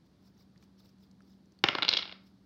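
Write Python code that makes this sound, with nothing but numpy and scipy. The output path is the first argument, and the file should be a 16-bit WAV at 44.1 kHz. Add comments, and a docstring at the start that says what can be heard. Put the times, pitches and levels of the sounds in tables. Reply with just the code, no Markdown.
"""A quiet, fairly live room, where two dice are thrown onto a wooden table.
They land with full knocks, tumble in brighter, quicker clicks and rock to rest: each contact is a
filtered click with a ringing table, close echoes and a noise tail for the room.
Before the throw they tick faintly in the hand, as short noise bursts among soft noise rustles.
Dull low puffs are soft bumps; an appliance hums in wavering tones over coloured-noise room air."""
import sys
import numpy as np
from scipy import signal
from scipy.fft import rfft, irfft, next_fast_len
from scipy.io import wavfile
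from scipy.ndimage import uniform_filter1d, map_coordinates

SR = 44100
rng = np.random.default_rng(int(sys.argv[2]) if len(sys.argv) > 2 else 0)


def generate_wav(sig):
    """Save sig (samples, or channels by samples) to the path in sys.argv[1] as 16-bit PCM at SR."""
    pcm = np.round(np.clip(np.atleast_2d(sig).T, -1, 1) * 32767).astype(np.int16)
    wavfile.write(sys.argv[1], SR, pcm)


N = 108353  # length in samples


def amp(db):
    """Decibels to gain."""
    return 10 ** (np.asarray(db) / 20)


def unit(x):
    """Scale to rms 1."""
    return x / np.sqrt(np.mean(x ** 2) + 1e-20)


def along(points, hz):
    """Read a curve of (Hz, value) points on a log frequency axis."""
    f, v = np.transpose(points)
    return np.interp(np.log(hz + 1), np.log(f + 1), v)


def wobble(rate):
    """A smooth random curve, rate knots a second."""
    return map_coordinates(rng.standard_normal(1024), [np.arange(N) * rate / SR], mode="wrap")


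def noise(colour_db, size):
    """Noise of rms 1, coloured by a function from Hz to dB."""
    spectrum = rfft(rng.standard_normal(size))
    hz = np.fft.rfftfreq(size, 1 / SR)
    return unit(irfft(spectrum * amp(colour_db(hz)), size))


def causal(db):
    """Minimum-phase response of a gain curve: the energy comes as early as it can."""
    cepstrum = irfft(np.log(amp(db)))
    half = len(cepstrum) // 2
    cepstrum[1:half] *= 2
    cepstrum[half + 1:] = 0
    return np.exp(rfft(cepstrum))


def add(track, s, sound):
    """Mix a sound in at time s."""
    part = track[max(round(s * SR), 0):][:len(sound)]
    part += sound[:len(part)]


def tail(t60, rise_s, colour, size, order):
    """Diffuse ringing of energy 1, each frequency dying at its own speed after a soft rise."""
    source = noise(lambda f: along(colour, f), size)
    hz, t, z = signal.stft(source, SR, nperseg=order)
    decay = amp(-60 * t / along(t60, hz)[:, None])
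    ringing = signal.istft(z * decay, SR, nperseg=order)[1][:size]
    ringing = ringing * (1 - np.exp(-(np.arange(size) / SR / rise_s) ** 2))
    return ringing / np.linalg.norm(ringing)


def grainy(x, depth_db):
    """Break a sound into tiny time-frequency patches, each with its own strength."""
    z = signal.stft(x, nperseg=256)[2]
    field = rng.standard_normal(z.shape)
    field = uniform_filter1d(field, size=4, axis=0)
    field = uniform_filter1d(field, size=2, axis=1)
    return unit(signal.istft(z * amp(depth_db * unit(field)), nperseg=256)[1][:len(x)])


# Dice striking the table. Each row: start in seconds, level in dB before DICE_DB,
# knock weight in dB before KNOCK_DB, click weight in dB, bright edge weight in dB before EDGE_DB.
DICE_HITS = [(1.639, -3, -17, -8, -14), (1.686, -5, -21.5, -8, -19.5), (1.7506, -18, -11.5, 1, -13),
             (1.7842, -20.5, -11.5, -3, -14.5), (1.8223, -12.5, -21.5, 1.5, -26),
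             (1.8288, -11.5, -22, 2.5, -20.5), (1.8485, -17.5, -21, -4, -16), (1.881, -14.5, -23.5, 5, -19),
             (1.889, -6.5, -28, 5.5, -7), (1.9132, -21.5, -21.5, 6.5, -15.5),
             (1.9279, -16, -21.5, 3, -20.5), (1.9359, -10, -29.5, 3.5, -12.5),
             (1.9466, -23.5, -18, 5.5, -26), (1.969, -11, -30.5, -1.5, -15), (1.9723, -12.5, -29, 1.5, -8),
             (1.9873, -21, -20.5, 6, -18), (1.992, -20, -25.5, -0.5, -26), (2.0231, -24.5, -27, 4.5, -23.5),
             (2.0275, -22, -25, -0.5, -26), (2.0534, -28.5, -19.5, -1, -29), (2.0761, -32, -20, -4, -26),
             (2.094, -30, -21.5, -6, -26), (2.1139, -35.5, -18, -3, -18), (2.1235, -29.5, -21, 2, -16.5)]
# Basic colour of one contact. Each row: frequency in Hz, gain in dB.
CONTACT_COLOUR = [(30, -37.5), (70, -5.5), (130, 2.5), (350, 2.5), (610, 7.5), (800, 2.5), (1200, 6.5),
                  (1850, 3.5), (2200, 2.5), (2850, 5.5), (3080, 4.5), (3350, 5), (4100, 4.5), (4900, 2.5),
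                  (5400, 1), (5900, -12), (7000, -21.5), (8200, -46), (10500, -52), (12500, -35),
                  (15500, -46)]
# Close echoes of each click. Each row: delay in ms, signed linear gain.
CLOSE_ECHOES = [(1.58, -2), (3.35, 0.24)]
DICE_DB, KNOCK_DB, EDGE_DB = 5.5, 11.5, 7.5  # trims on the columns of DICE_HITS
KNOCK_HZ, MIDDLE_HZ, CLICK_HZ, EDGE_HZ, GLINT_HZ = 1540, 3020, 3980, 5500, 7900
GLINT_DB, GLINT_FOLLOWS = 3, 0.22  # the very top follows the force of the knock, in dB per dB
BASS_LAG_S, BASS_LAG_HZ = 0.002, 375.6  # low bending waves cross the table more slowly
SHUDDER_ECHO, ROOM_ECHO = 0.077, 0.017  # share of the close echoes in the shudder and in the room
ROOM_SHARED = 0.3  # share of room energy that is alike for every contact


def dice(size=32768):
    """Each contact is a sharp click that shakes and rings the table, echoes nearby and fills the room."""
    out = np.zeros(N)
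    hz = np.fft.rfftfreq(size, 1 / SR)
    t = np.arange(size // 4) / SR
    echoes = sum(gain * np.exp(-2j * np.pi * hz * ms / 1000) for ms, gain in CLOSE_ECHOES)
    # a phase turn that delays the lows most
    bending = np.exp(-2j * np.pi * BASS_LAG_S * BASS_LAG_HZ * np.arctan(hz / BASS_LAG_HZ))
    shared_room = room_tail(size)
    for s, db, knock_db, click_db, edge_db in DICE_HITS:
        glint_db = GLINT_DB + GLINT_FOLLOWS * (db + knock_db)
        weight = [(KNOCK_HZ, knock_db + KNOCK_DB), (MIDDLE_HZ, 0), (CLICK_HZ, click_db),
                  (EDGE_HZ, edge_db + EDGE_DB), (GLINT_HZ, glint_db)]
        click = causal(along(CONTACT_COLOUR, hz) + along(weight, hz))
        contact = click * (1 + rfft(table_ring(t), size))
        shudder = table_shudder(len(t), size)
        room = np.sqrt(ROOM_SHARED) * shared_room + np.sqrt(1 - ROOM_SHARED) * room_tail(size)
        direct = 1 + echoes
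        paths = direct + shudder * (1 + SHUDDER_ECHO * echoes) + room * (1 + ROOM_ECHO * echoes)
        sound = irfft(contact * bending * paths)[:-len(t)]
        add(out, s, amp(db + DICE_DB) * sound)
    return out


# Brief ring of the table and dice. Each row: frequency in Hz before detuning,
# level in dB against the click before the random spread.
RING_MODES = [(370, -40.5), (575, -43), (805, -35), (1075, -40.5), (1335, -32), (1490, -44.5),
              (1800, -40.5), (2150, -33.5), (2800, -42.5), (3300, -36.5), (3750, -35), (4140, -46),
              (4720, -46)]
RING_T60 = 0.022  # seconds
RING_SPREAD_DB, RING_DETUNE = 2.5, 0.015  # random spread of level in dB, of pitch as a fraction


def table_ring(t):
    """Damped modes of table and dice, struck a little differently at each contact."""
    ring = np.zeros(len(t))
    for hz, db in RING_MODES:
        level_db = db + rng.normal(0, RING_SPREAD_DB)
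        pitch = hz * (1 + rng.normal(0, RING_DETUNE))
        ring += amp(level_db - 60 * t / RING_T60) * np.cos(2 * np.pi * pitch * t)
    return ring


# Decay of the table's shudder. Each row: frequency in Hz, time to fall 60 dB in seconds.
SHUDDER_T60 = [(300, 0.035), (1500, 0.022), (3000, 0.013), (6000, 0.017)]
SHUDDER_DB, SHUDDER_RISE_S = 2, 0.0021


def table_shudder(length, size):
    """Spectrum of the dense, short vibration scattered through the table."""
    flat = [(1, 0)]
    return amp(SHUDDER_DB) * rfft(tail(SHUDDER_T60, SHUDDER_RISE_S, flat, length, order=64), size)


# Decay of the room. Each row: frequency in Hz, time to fall 60 dB in seconds.
ROOM_DECAY = [(150, 0.42), (1000, 0.46), (3000, 0.32), (5000, .43), (8000, 0.11), (15000, 0.32)]
# Colour of the room. Each row: frequency in Hz, gain in dB.
ROOM_TONE = [(150, 1), (800, -3.5), (2200, 1), (4000, -8), (6000, -0.5), (13000, -1)]
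ROOM_DB, ROOM_RISE_S = -1.5, 0.011


def room_tail(size):
    """Spectrum of the diffuse reverberation, which builds up softly and dies by frequency."""
    return amp(ROOM_DB) * rfft(tail(ROOM_DECAY, ROOM_RISE_S, ROOM_TONE, size, order=256))


# Soft, dull bumps against the table. Each row: time of the peak in seconds, level in dB, centre in Hz.
SOFT_BUMPS = [(.565, -58, 165), (1.812, -45, 327)]
BUMP_LENGTH_S, BUMP_OCTAVES = 0.0082, 0.21


def bumps():
    """Soft contacts give a short, low puff of narrow-band noise with no click."""
    out, t = np.zeros(N), np.arange(N) / SR
    for s, db, hz in SOFT_BUMPS:
        dull = noise(lambda f: -6 * (np.log2((f + 1) / hz) / BUMP_OCTAVES) ** 2, N)
        out += amp(db) * np.exp(-((t - s) / BUMP_LENGTH_S) ** 2) * dull
    return out


# Faint ticks of handling. Each row: start in seconds, level in dB before TICK_DB,
# centre in Hz, width in octaves.
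HAND_TICKS = [(.56, -51, 2100, .35), (0.577, -54, 4640, 0.27), (0.626, -48.5, 2100, 1),
              (0.64, -59, 2580, 0.96), (.857, -52.5, 3620, 0.41), (.984, -59, 4000, .6),
              (1.032, -67, 2200, 0.77), (1.112, -50.5, 4900, 0.32), (1.206, -51.5, 1400, 0.24),
              (1.221, -56, 5000, 0.1), (1.318, -59.5, 5600, .15), (1.458, -56.5, 5400, .12),
              (1.521, -52, 5530, 0.19), (1.59, -47.5, 4150, 0.14)]
TICK_DB, TICK_T60 = -10.5, 0.02  # trim in dB, decay in seconds
TICK_SKIRT_DB = -20.5  # broad low skirt under each tick's band


def ticks(size=8192):
    """Small contacts of the handled dice: bursts of banded noise that die fast."""
    out, t = np.zeros(N), np.arange(size) / SR
    for s, db, centre_hz, octaves in HAND_TICKS:
        def band(f):
            """A peak at the centre over a skirt that falls in the highs."""
            skirt = amp(TICK_SKIRT_DB) / (1 + (f / centre_hz / 2) ** 2)
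            peak = np.exp(-0.5 * (np.log2((f + 1) / centre_hz) / octaves) ** 2)
            return 20 * np.log10(skirt + peak)
        add(out, s, amp(db + TICK_DB - 60 * t / TICK_T60) * noise(band, size))
    return out


# Soft rustles of the hand. Each row: time of the peak in seconds, length in seconds,
# level in dB before the flutter.
HAND_RUSTLES = [(0.063, 0.012, -72.5), (0.266, 0.047, -68.5), (0.402, 0.06, -69), (0.632, 0.032, -70),
                (0.8, 0.023, -67), (0.86, 0.068, -69), (1.029, 0.048, -70), (1.293, 0.089, -73.5),
                (2.273, 0.048, -71)]
# Colour of the rustles. Each row: frequency in Hz, relative level in dB.
RUSTLE_TONE = [(500, 5.5), (2500, -9), (4200, 2), (5400, 4.5), (6600, -10.5), (10000, -18.5), (15000, -9)]
RUSTLE_GRAIN_DB, FLUTTER_DB, FLUTTERS_PER_S = 5, 3, 110


def rustles():
    """The hand's friction is grainy noise in soft swells with a fast flutter."""
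    t = np.arange(N) / SR
    swell = sum(amp(db) * np.exp(-2 * ((t - s) / length) ** 2) for s, length, db in HAND_RUSTLES)
    flutter = unit(amp(FLUTTER_DB * wobble(FLUTTERS_PER_S)))
    friction = grainy(noise(lambda f: along(RUSTLE_TONE, f), N), RUSTLE_GRAIN_DB)
    return swell * flutter * friction


# Tones of the appliance. Each row: frequency in Hz, rms level in dB before the swell.
HUM_TONES = [(120, -74), (192, -64), (277, -81.5)]
# The hum swells early on. Each row: time in seconds, gain in dB.
EARLY_SWELL = [(.18, -12.5), (.24, 0)]
HUM_WAVER, HUM_WAVERS_PER_S = 0.2, 8  # depth as a fraction, random knots per second


def hum():
    """An appliance hums in a few tones, each wavering in strength and phase."""
    t = np.arange(N) / SR
    tones = np.zeros(N)
    for hz, db in HUM_TONES:
        drift = wobble(HUM_WAVERS_PER_S) + 1j * wobble(HUM_WAVERS_PER_S)
        tone = np.real((1 + HUM_WAVER * drift) * np.exp(2j * np.pi * hz * t))
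        tones += amp(db) * unit(tone)
    return amp(np.interp(t, *np.transpose(EARLY_SWELL))) * tones


# Colour of the room air. Each row: frequency in Hz, relative level in dB.
AIR_COLOUR = [(20, -62), (40, -20), (70, -3.5), (140, -6), (200, -1.5), (300, -6.5), (500, -18.5),
              (1200, -25.5), (2700, -34.5), (4500, -28), (7400, -43.5), (15800, -49)]
AIR_DB, AIR_SWAY_DB, AIR_SWAYS_PER_S = -64.5, 0.3, 7.8


def air():
    """Room air is low-heavy noise that sways slightly in level."""
    sway = amp(AIR_DB + AIR_SWAY_DB * wobble(AIR_SWAYS_PER_S))
    return sway * noise(lambda f: along(AIR_COLOUR, f), N)


def scene():
    """The throw over the quiet room, on one channel."""
    return (dice() + bumps() + ticks() + rustles() + hum() + air())[None]


TOP_HZ = 15900


def record(dry):
    """The recorder keeps nothing above its band limit."""
    size = next_fast_len(N + SR // 2)
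    passed = np.fft.rfftfreq(size, 1 / SR) < TOP_HZ
    return irfft(rfft(dry, size) * passed, size)[..., :N]


dry = scene()
out = record(dry)
generate_wav(out)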